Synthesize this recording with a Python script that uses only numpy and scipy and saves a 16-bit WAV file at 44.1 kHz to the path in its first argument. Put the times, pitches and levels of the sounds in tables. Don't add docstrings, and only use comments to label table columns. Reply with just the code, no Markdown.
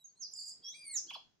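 import sys
import numpy as np
from scipy import signal
from scipy.fft import rfft, irfft, next_fast_len
from scipy.io import wavfile
from scipy.ndimage import uniform_filter1d

SR = 44100
rng = np.random.default_rng(int(sys.argv[2]) if len(sys.argv) > 2 else 0)


def linear_from_db(decibels):
    return 10 ** (np.asarray(decibels, float) / 20)


def wrap_up_sound(samples):
    columns = np.atleast_2d(samples).T
    tamed = np.clip(columns, -1, 1)
    steps = np.round(tamed * 32767).astype(np.int16)
    wavfile.write(sys.argv[1], SR, steps)


N = 61739


def evened(x):
    return x / np.sqrt(np.mean(x ** 2) + 1e-20)


def read(points, hz):
    point_hz, value = np.transpose(points)
    return np.interp(np.log(hz + 1), np.log(point_hz + 1), value)


def coloured(x, points):
    hz = np.fft.rfftfreq(N, 1 / SR)
    return irfft(rfft(x) * linear_from_db(read(points, hz)), N)


def wobble(hz):
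    lowpass = signal.butter(4, hz / (SR / 2), output="sos")
    return evened(signal.sosfilt(lowpass, rng.standard_normal(N)))


# (frequency [Hz], level [dB])
HUSH_SPECTRUM = [(25, -23), (150, -7.5), (340, -13.5), (700, -19), (3200, -26.5), (6500, -23.5),
                 (8500, -47), (15000, -45)]
# (frequency [Hz], correlation [0-1])
HUSH_LIKENESS = [(30, 0.43), (120, 0.17), (400, 0.24), (1500, 0.1), (8000, .1)]
# (time [s], level [dB])
HUSH_SWELL = [(0, -7.5), (0.302, 0.5), (0.701, 2.5), (1.152, 4.5), (1.4, -4.5)]
HUSH_DB, PATCH_DB = -77.5, 1.8


def hush():
    frames, hz = N // 256 + 5, np.fft.rfftfreq(1024, 1 / SR)
    a, b, c, d, patches = rng.standard_normal((frames, 513, 5)).T
    patches = uniform_filter1d(patches, size=8, axis=0)
    patches = evened(uniform_filter1d(patches, size=20, axis=1))
    same = np.clip(read(HUSH_LIKENESS, hz), -1, 1)[:, None]
    left = a + 1j * b
    right = same * left + np.sqrt(1 - same ** 2) * (c + 1j * d)
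    z = np.array([left, right]) * linear_from_db(read(HUSH_SPECTRUM, hz)[:, None] + PATCH_DB * patches)
    noise = evened(signal.istft(z, nperseg=1024, noverlap=768)[1][:, :N])
    swell_db = np.interp(np.arange(N) / SR, *np.transpose(HUSH_SWELL))
    return noise * linear_from_db(HUSH_DB + swell_db)


# (frequency [Hz], left minus right [dB])
SHADOW = [(1000, -0.5), (3300, -2.5), (6500, -8), (9000, 0)]


def later(x, delay_s, lean=0):
    size = next_fast_len(N + 4096)
    hz = np.fft.rfftfreq(size, 1 / SR)
    turn = np.exp(-2j * np.pi * hz * delay_s)
    return irfft(rfft(x, size) * turn * linear_from_db(lean * read(SHADOW, hz)), size)[:N]


# (frequency [Hz], gain [dB])
SCATTER = [(700, -3.5), (2500, -4), (4000, -0.5), (6000, 0), (12000, -8)]
# (frequency [Hz], t60 [s])
TREES_T60 = [(500, 0.21), (3000, 0.28), (6000, 0.3), (9000, 0.27), (14000, 0.18)]
# (left delay [s], right delay [s], level [dB])
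TRUNKS = [
    (.0064, .0062, -4),
    (.0118, .0105, -8),
    (.021, .023, -13),
]
TREES_DB, GAP_S = -1, 0.008


def trees(song):
    x = coloured(song, SCATTER)
    taps = rng.standard_normal((2, SR // 2))
    hz, t, z = signal.stft(taps, SR, nperseg=128)
    decay = linear_from_db(-60 * t / read(TREES_T60, hz)[:, None])
    tail = signal.istft(z * decay, SR, nperseg=128)[1]
    tail = tail / np.linalg.norm(tail[0])
    wet = signal.fftconvolve(later(x, GAP_S)[None], tail, axes=1)[:, :N]
    near = sum(linear_from_db(db) * np.array([later(x, left_s), later(x, right_s)]) for left_s, right_s, db in TRUNKS)
    return linear_from_db(TREES_DB) * wet + near


def direct(song):
    lag_s = 2.2e-5
    return np.array([later(song, 0, 0.5), later(song, lag_s, -0.5)])


def columns(table, edge_s=0.0016):
    s, *rest = np.transpose(table)
    t = np.arange(N) / SR
    to_edge_s = np.minimum(t - s[0] + edge_s, s[-1] + edge_s - t)
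    gate = np.clip(to_edge_s / edge_s, 0, 1) ** 2
    return [uniform_filter1d(np.interp(t, s, c), size=130) for c in rest], gate


CLEAN_DB, CLEAN_JITTER = 0.6, 0.001
ROUGH_DB, ROUGH_JITTER = 3.0, 0.008
BREATHY = 0.55
TOP_JITTER = 0.03


def whistle(table, over_db, rough_db=CLEAN_DB, jitter=CLEAN_JITTER, edge_s=0.0046, breathy=0):
    (hz, db), gate = columns(table, edge_s)
    turn = 2 * np.pi * np.cumsum(hz * (1 + jitter * wobble(400))) / SR
    over = 0
    for k, partial_db in enumerate(over_db, 2):
        over = over + linear_from_db(partial_db) * np.sin(k * turn) * (k * hz < SR / 2.2)
    tone = np.sin(turn) + over * (1 - breathy + breathy * wobble(800))
    return np.sqrt(2) * gate * linear_from_db(db + rough_db * wobble(190)) * tone


# (time [s], frequency [Hz], level [dB], length [s])
PUFFS = [
    (0.59, 389, -72, 0.03),
    (1.031, 333, -67.5, 0.07),
]


def puffs():
    t = np.arange(N) / SR
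    out = np.zeros(N)
    for s, hz, db, length_s in PUFFS:
        arch = np.sin(np.pi * np.clip((t - s) / length_s, 0, 1))
        out = out + linear_from_db(db) * arch * np.sin(2 * np.pi * hz * t + wobble(75))
    return out


# (time [s], pitch [Hz], level [dB])
STROKE = [(1.066, 3870, -75), (1.073, 4340, -62.5), (1.081, 4930, -71)]
BURST = [(1.14, 5200, -54), (1.146, 4905, -57.5), (1.153, 4140, -56)]


def sparks():
    return whistle(STROKE, []) + whistle(BURST, [], ROUGH_DB, TOP_JITTER)


# (time [s], pitch [Hz], first partial [dB], second partial [dB])
GULP_1 = [(1.07, 1367, -108, -76), (1.08, 1590, -87, -66), (1.102, 1701, -71.5, -43),
          (1.112, 1082, -58.5, -49), (1.115, 1000, -51, -104), (1.118, 731, -57.5, -78)]
GULP_2 = [(1.128, 1405, -103, -52.5), (1.136, 1643, -70, -47), (1.147, 1713, -74, -43),
          (1.152, 1279, -57.5, -50), (1.156, 1055, -47.5, -100), (1.168, 558, -58, -103)]
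GULP_THIRD_DB = [-15, -14]
GULP_OVER_DB = [-34, -38, -33, -29, -32]
GULP_BREATHY = 0.35


def gulp(table, third_db):
    (hz, first_db, second_db), gate = columns(table)
    turn = 2 * np.pi * np.cumsum(hz) / SR
    over_db = [third_db, *GULP_OVER_DB]
    over = sum(linear_from_db(db) * np.sin(k * turn) for k, db in enumerate(over_db, 3))
    upper = np.sin(2 * turn) + over * (1 - GULP_BREATHY + GULP_BREATHY * wobble(600))
    return np.sqrt(2) * gate * (linear_from_db(first_db) * np.sin(turn) + linear_from_db(second_db) * upper)


# (time [s], pitch [Hz], low band [dB], high band [dB])
BUZZ = [(.337, 2482, -53.5, -64), (.356, 2489, -50, -52), (.4, 2428, -47, -51), (.45, 2436, -51.5, -54.5),
        (.5, 2443, -50.5, -49), (.522, 2472, -51.5, -70.5), (.535, 2516, -88, -67)]
# (start [s], low band lift [dB], high band lift [dB])
BEATS = [(0.334, -2, -4.5), (.365, 1.5, -0.5), (.394, -1, 1.5), (.426, 3, -1), (0.456, -1, 3),
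         (.487, 0, -1), (0.513, 3.5, 5), (.545, -2, -2)]
# (multiple of pitch [1], level re high band [dB])
BUZZ_TOP = [(3.6, -6), (4, -16.5), (4.6, -16.5), (5, -22), (6, -34.5)]
BUZZ_JITTER = 0.019
TRILL_DEPTH, TRILL_DB, FLICKER_DB = 0.08, 8, 3.8
LATE = 2.4


def buzz():
    (hz, low_db, high_db), gate = columns(BUZZ)
    s, low_lift, high_lift = np.transpose(BEATS)
    count = np.interp(np.arange(N) / SR, s, np.arange(len(s)))
    beat, which = count % 1, count.astype(int)
    sag = TRILL_DEPTH * uniform_filter1d(0.5 - beat, size=200)
    low_turn = 2 * np.pi * np.cumsum(hz * (1 + sag + BUZZ_JITTER * wobble(138))) / SR
    top_turn = 2 * np.pi * np.cumsum(hz * (1 + sag + TOP_JITTER * wobble(138))) / SR
    swell_db = TRILL_DB * np.sin(np.pi * beat ** LATE)
    low_db = low_db + low_lift[which] + swell_db - 5.5 + FLICKER_DB * wobble(230)
    high_db = high_db + high_lift[which] - swell_db + FLICKER_DB * wobble(620)
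    partials = sum(linear_from_db(db - 5.5) * np.sin(k * top_turn) for k, db in BUZZ_TOP)
    top = np.sin(3 * top_turn) + linear_from_db(0.67 * swell_db) * partials
    return gate * (linear_from_db(low_db) * np.sin(2 * low_turn) + linear_from_db(high_db) * top)


# (time [s], pitch [Hz], level [dB])
WISP_1 = [(0, 4000, -76.5), (.014, 3854, -72), (.03, 3905, -80.5), (.042, 3640, -88)]
WISP_2 = [(0.15, 3840, -88), (0.168, 4130, -77.5), (0.18, 4310, -69.5), (0.19, 3970, -95)]
FLUTE = [(0.62, 3070, -91), (0.636, 3370, -62), (0.642, 3283, -57), (0.702, 3351, -48),
         (0.712, 3394, -63.5), (0.73, 3860, -55), (0.742, 4100, -73.5)]
GLIDE = [(.734, 1945, -83.5), (.746, 2300, -56.5), (.758, 2414, -58), (.822, 2407, -62.5), (.87, 2201, -62),
         (.915, 2182, -56), (.935, 2060, -63), (.96, 1798, -63.5), (.978, 1659, -72.5)]
FAINT = [(.635, 3760, -76.5), (.66, 3910, -76), (.7, 4070, -76.5), (.715, 4600, -92.5)]
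# (time [s], level [dB])
GLIDE_SECOND = [(.745, -5.5), (.77, -14.5), (.82, 4), (.86, -3.5), (.9, 1), (.93, -2.5), (.945, 2.5),
                (.98, -7)]


def low_side():
    second_db = np.interp(np.arange(N) / SR, *np.transpose(GLIDE_SECOND))
    wisps = whistle(WISP_1, [-3, -8]) + whistle(WISP_2, [-6, -30])
    flute = whistle(FLUTE, [-35, -35, -30]) + whistle(FAINT, [], ROUGH_DB, TOP_JITTER)
    return wisps + flute + whistle(GLIDE, [second_db, -19, -30, -30, -40])


# (time [s], pitch [Hz], level [dB])
PEEP = [(.043, 6550, -56.5), (.05, 6580, -51), (.056, 6480, -52), (.061, 5920, -67.5), (.075, 5810, -94)]
PEEP_ECHO = [(0.082, 6500, -84), (0.094, 6620, -67), (0.1, 6120, -84.5)]
MURMUR = [(0.087, 4770, -100), (0.095, 4610, -74), (0.115, 4330, -101)]
SWEEP_1 = [(.189, 7180, -80), (.198, 6620, -60.5), (.214, 6290, -46), (.224, 5770, -46.5),
           (.236, 4915, -45.5), (.248, 4890, -47), (.258, 4530, -61.5), (.272, 4130, -63.5)]
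SWEEP_SOFT = [(.304, 6400, -77), (.313, 6000, -62.5), (.322, 5150, -59), (.332, 5000, -57)]
CLIMB = [(.618, 4450, -74), (.65, 5410, -53), (.672, 5590, -51), (.69, 5990, -50), (.708, 6530, -62.5),
         (.72, 7480, -75.5), (.74, 8300, -83.5)]
SHRILL = [(.735, 8600, -86.5), (.749, 8430, -65), (.769, 8700, -61.5), (.803, 8500, -64.5),
          (.812, 8600, -69.5)]
CREST = [(.8, 9140, -95.5), (.816, 10200, -64.5), (.838, 9920, -80), (.85, 9070, -58.5),
         (.875, 8875, -50.5), (.895, 8840, -44), (.905, 8650, -76)]
SWEEP_2 = [(.905, 9000, -72.5), (.913, 8870, -43.5), (.925, 8270, -50.5), (.941, 7400, -41.5),
           (.951, 7070, -42), (.967, 6410, -31.5), (.974, 5725, -38.5), (.982, 5083, -40.5),
           (.986, 4600, -64.5)]
# (time [s], pitch [Hz], level [dB])
CLICK = [(.336, 7250, -47), (.3395, 7110, -39)]
SNAP = [(.4935, 7470, -62.5), (.496, 7534, -37)]


def high_side():
    peeps = whistle(PEEP, [-38], edge_s=0.0019) + whistle(PEEP_ECHO, []) + whistle(MURMUR, [])
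    sweeps = (whistle(SWEEP_1, [-32], breathy=BREATHY) + whistle(SWEEP_SOFT, [-11], breathy=BREATHY)
              + whistle(SWEEP_2, [-26], breathy=BREATHY))
    snaps = whistle(CLICK, [], edge_s=0.0016) + whistle(SNAP, [], edge_s=0.0013)
    climb = (whistle(CLIMB, [-31], ROUGH_DB, ROUGH_JITTER) + whistle(SHRILL, [], ROUGH_DB)
             + whistle(CREST, [], ROUGH_DB))
    return peeps + sweeps + snaps + climb


SUM_DB, DIFFERENCE_DB, SPLIT_HZ = 41, 12, 8800


def windpipe(high):
    swing = whistle(GLIDE, [-14]) + linear_from_db(-20) * whistle(FLUTE, [])
    product = swing * high
    highpass = signal.butter(6, SPLIT_HZ / (SR / 2), "high", output="sos")
    sums = signal.sosfiltfilt(highpass, product)
    return linear_from_db(SUM_DB) * sums + linear_from_db(DIFFERENCE_DB) * (product - sums)


def bird():
    high = high_side()
    whistles = low_side() + high + windpipe(high)
    gulps = gulp(GULP_1, GULP_THIRD_DB[0]) + gulp(GULP_2, GULP_THIRD_DB[1])
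    return whistles + buzz() + gulps + puffs() + sparks()


# (frequency [Hz], gain [dB])
PRESENCE = [(9000, -0.5), (12500, 2), (15000, 5)]


def scene():
    song = coloured(bird(), PRESENCE)
    return direct(song) + trees(song) + hush()


def top_cut(x):
    return signal.sosfilt(signal.butter(12, 15800, fs=SR, output="sos"), x)


def record(dry):
    return top_cut(dry)


dry = scene()
out = record(dry)
wrap_up_sound(out)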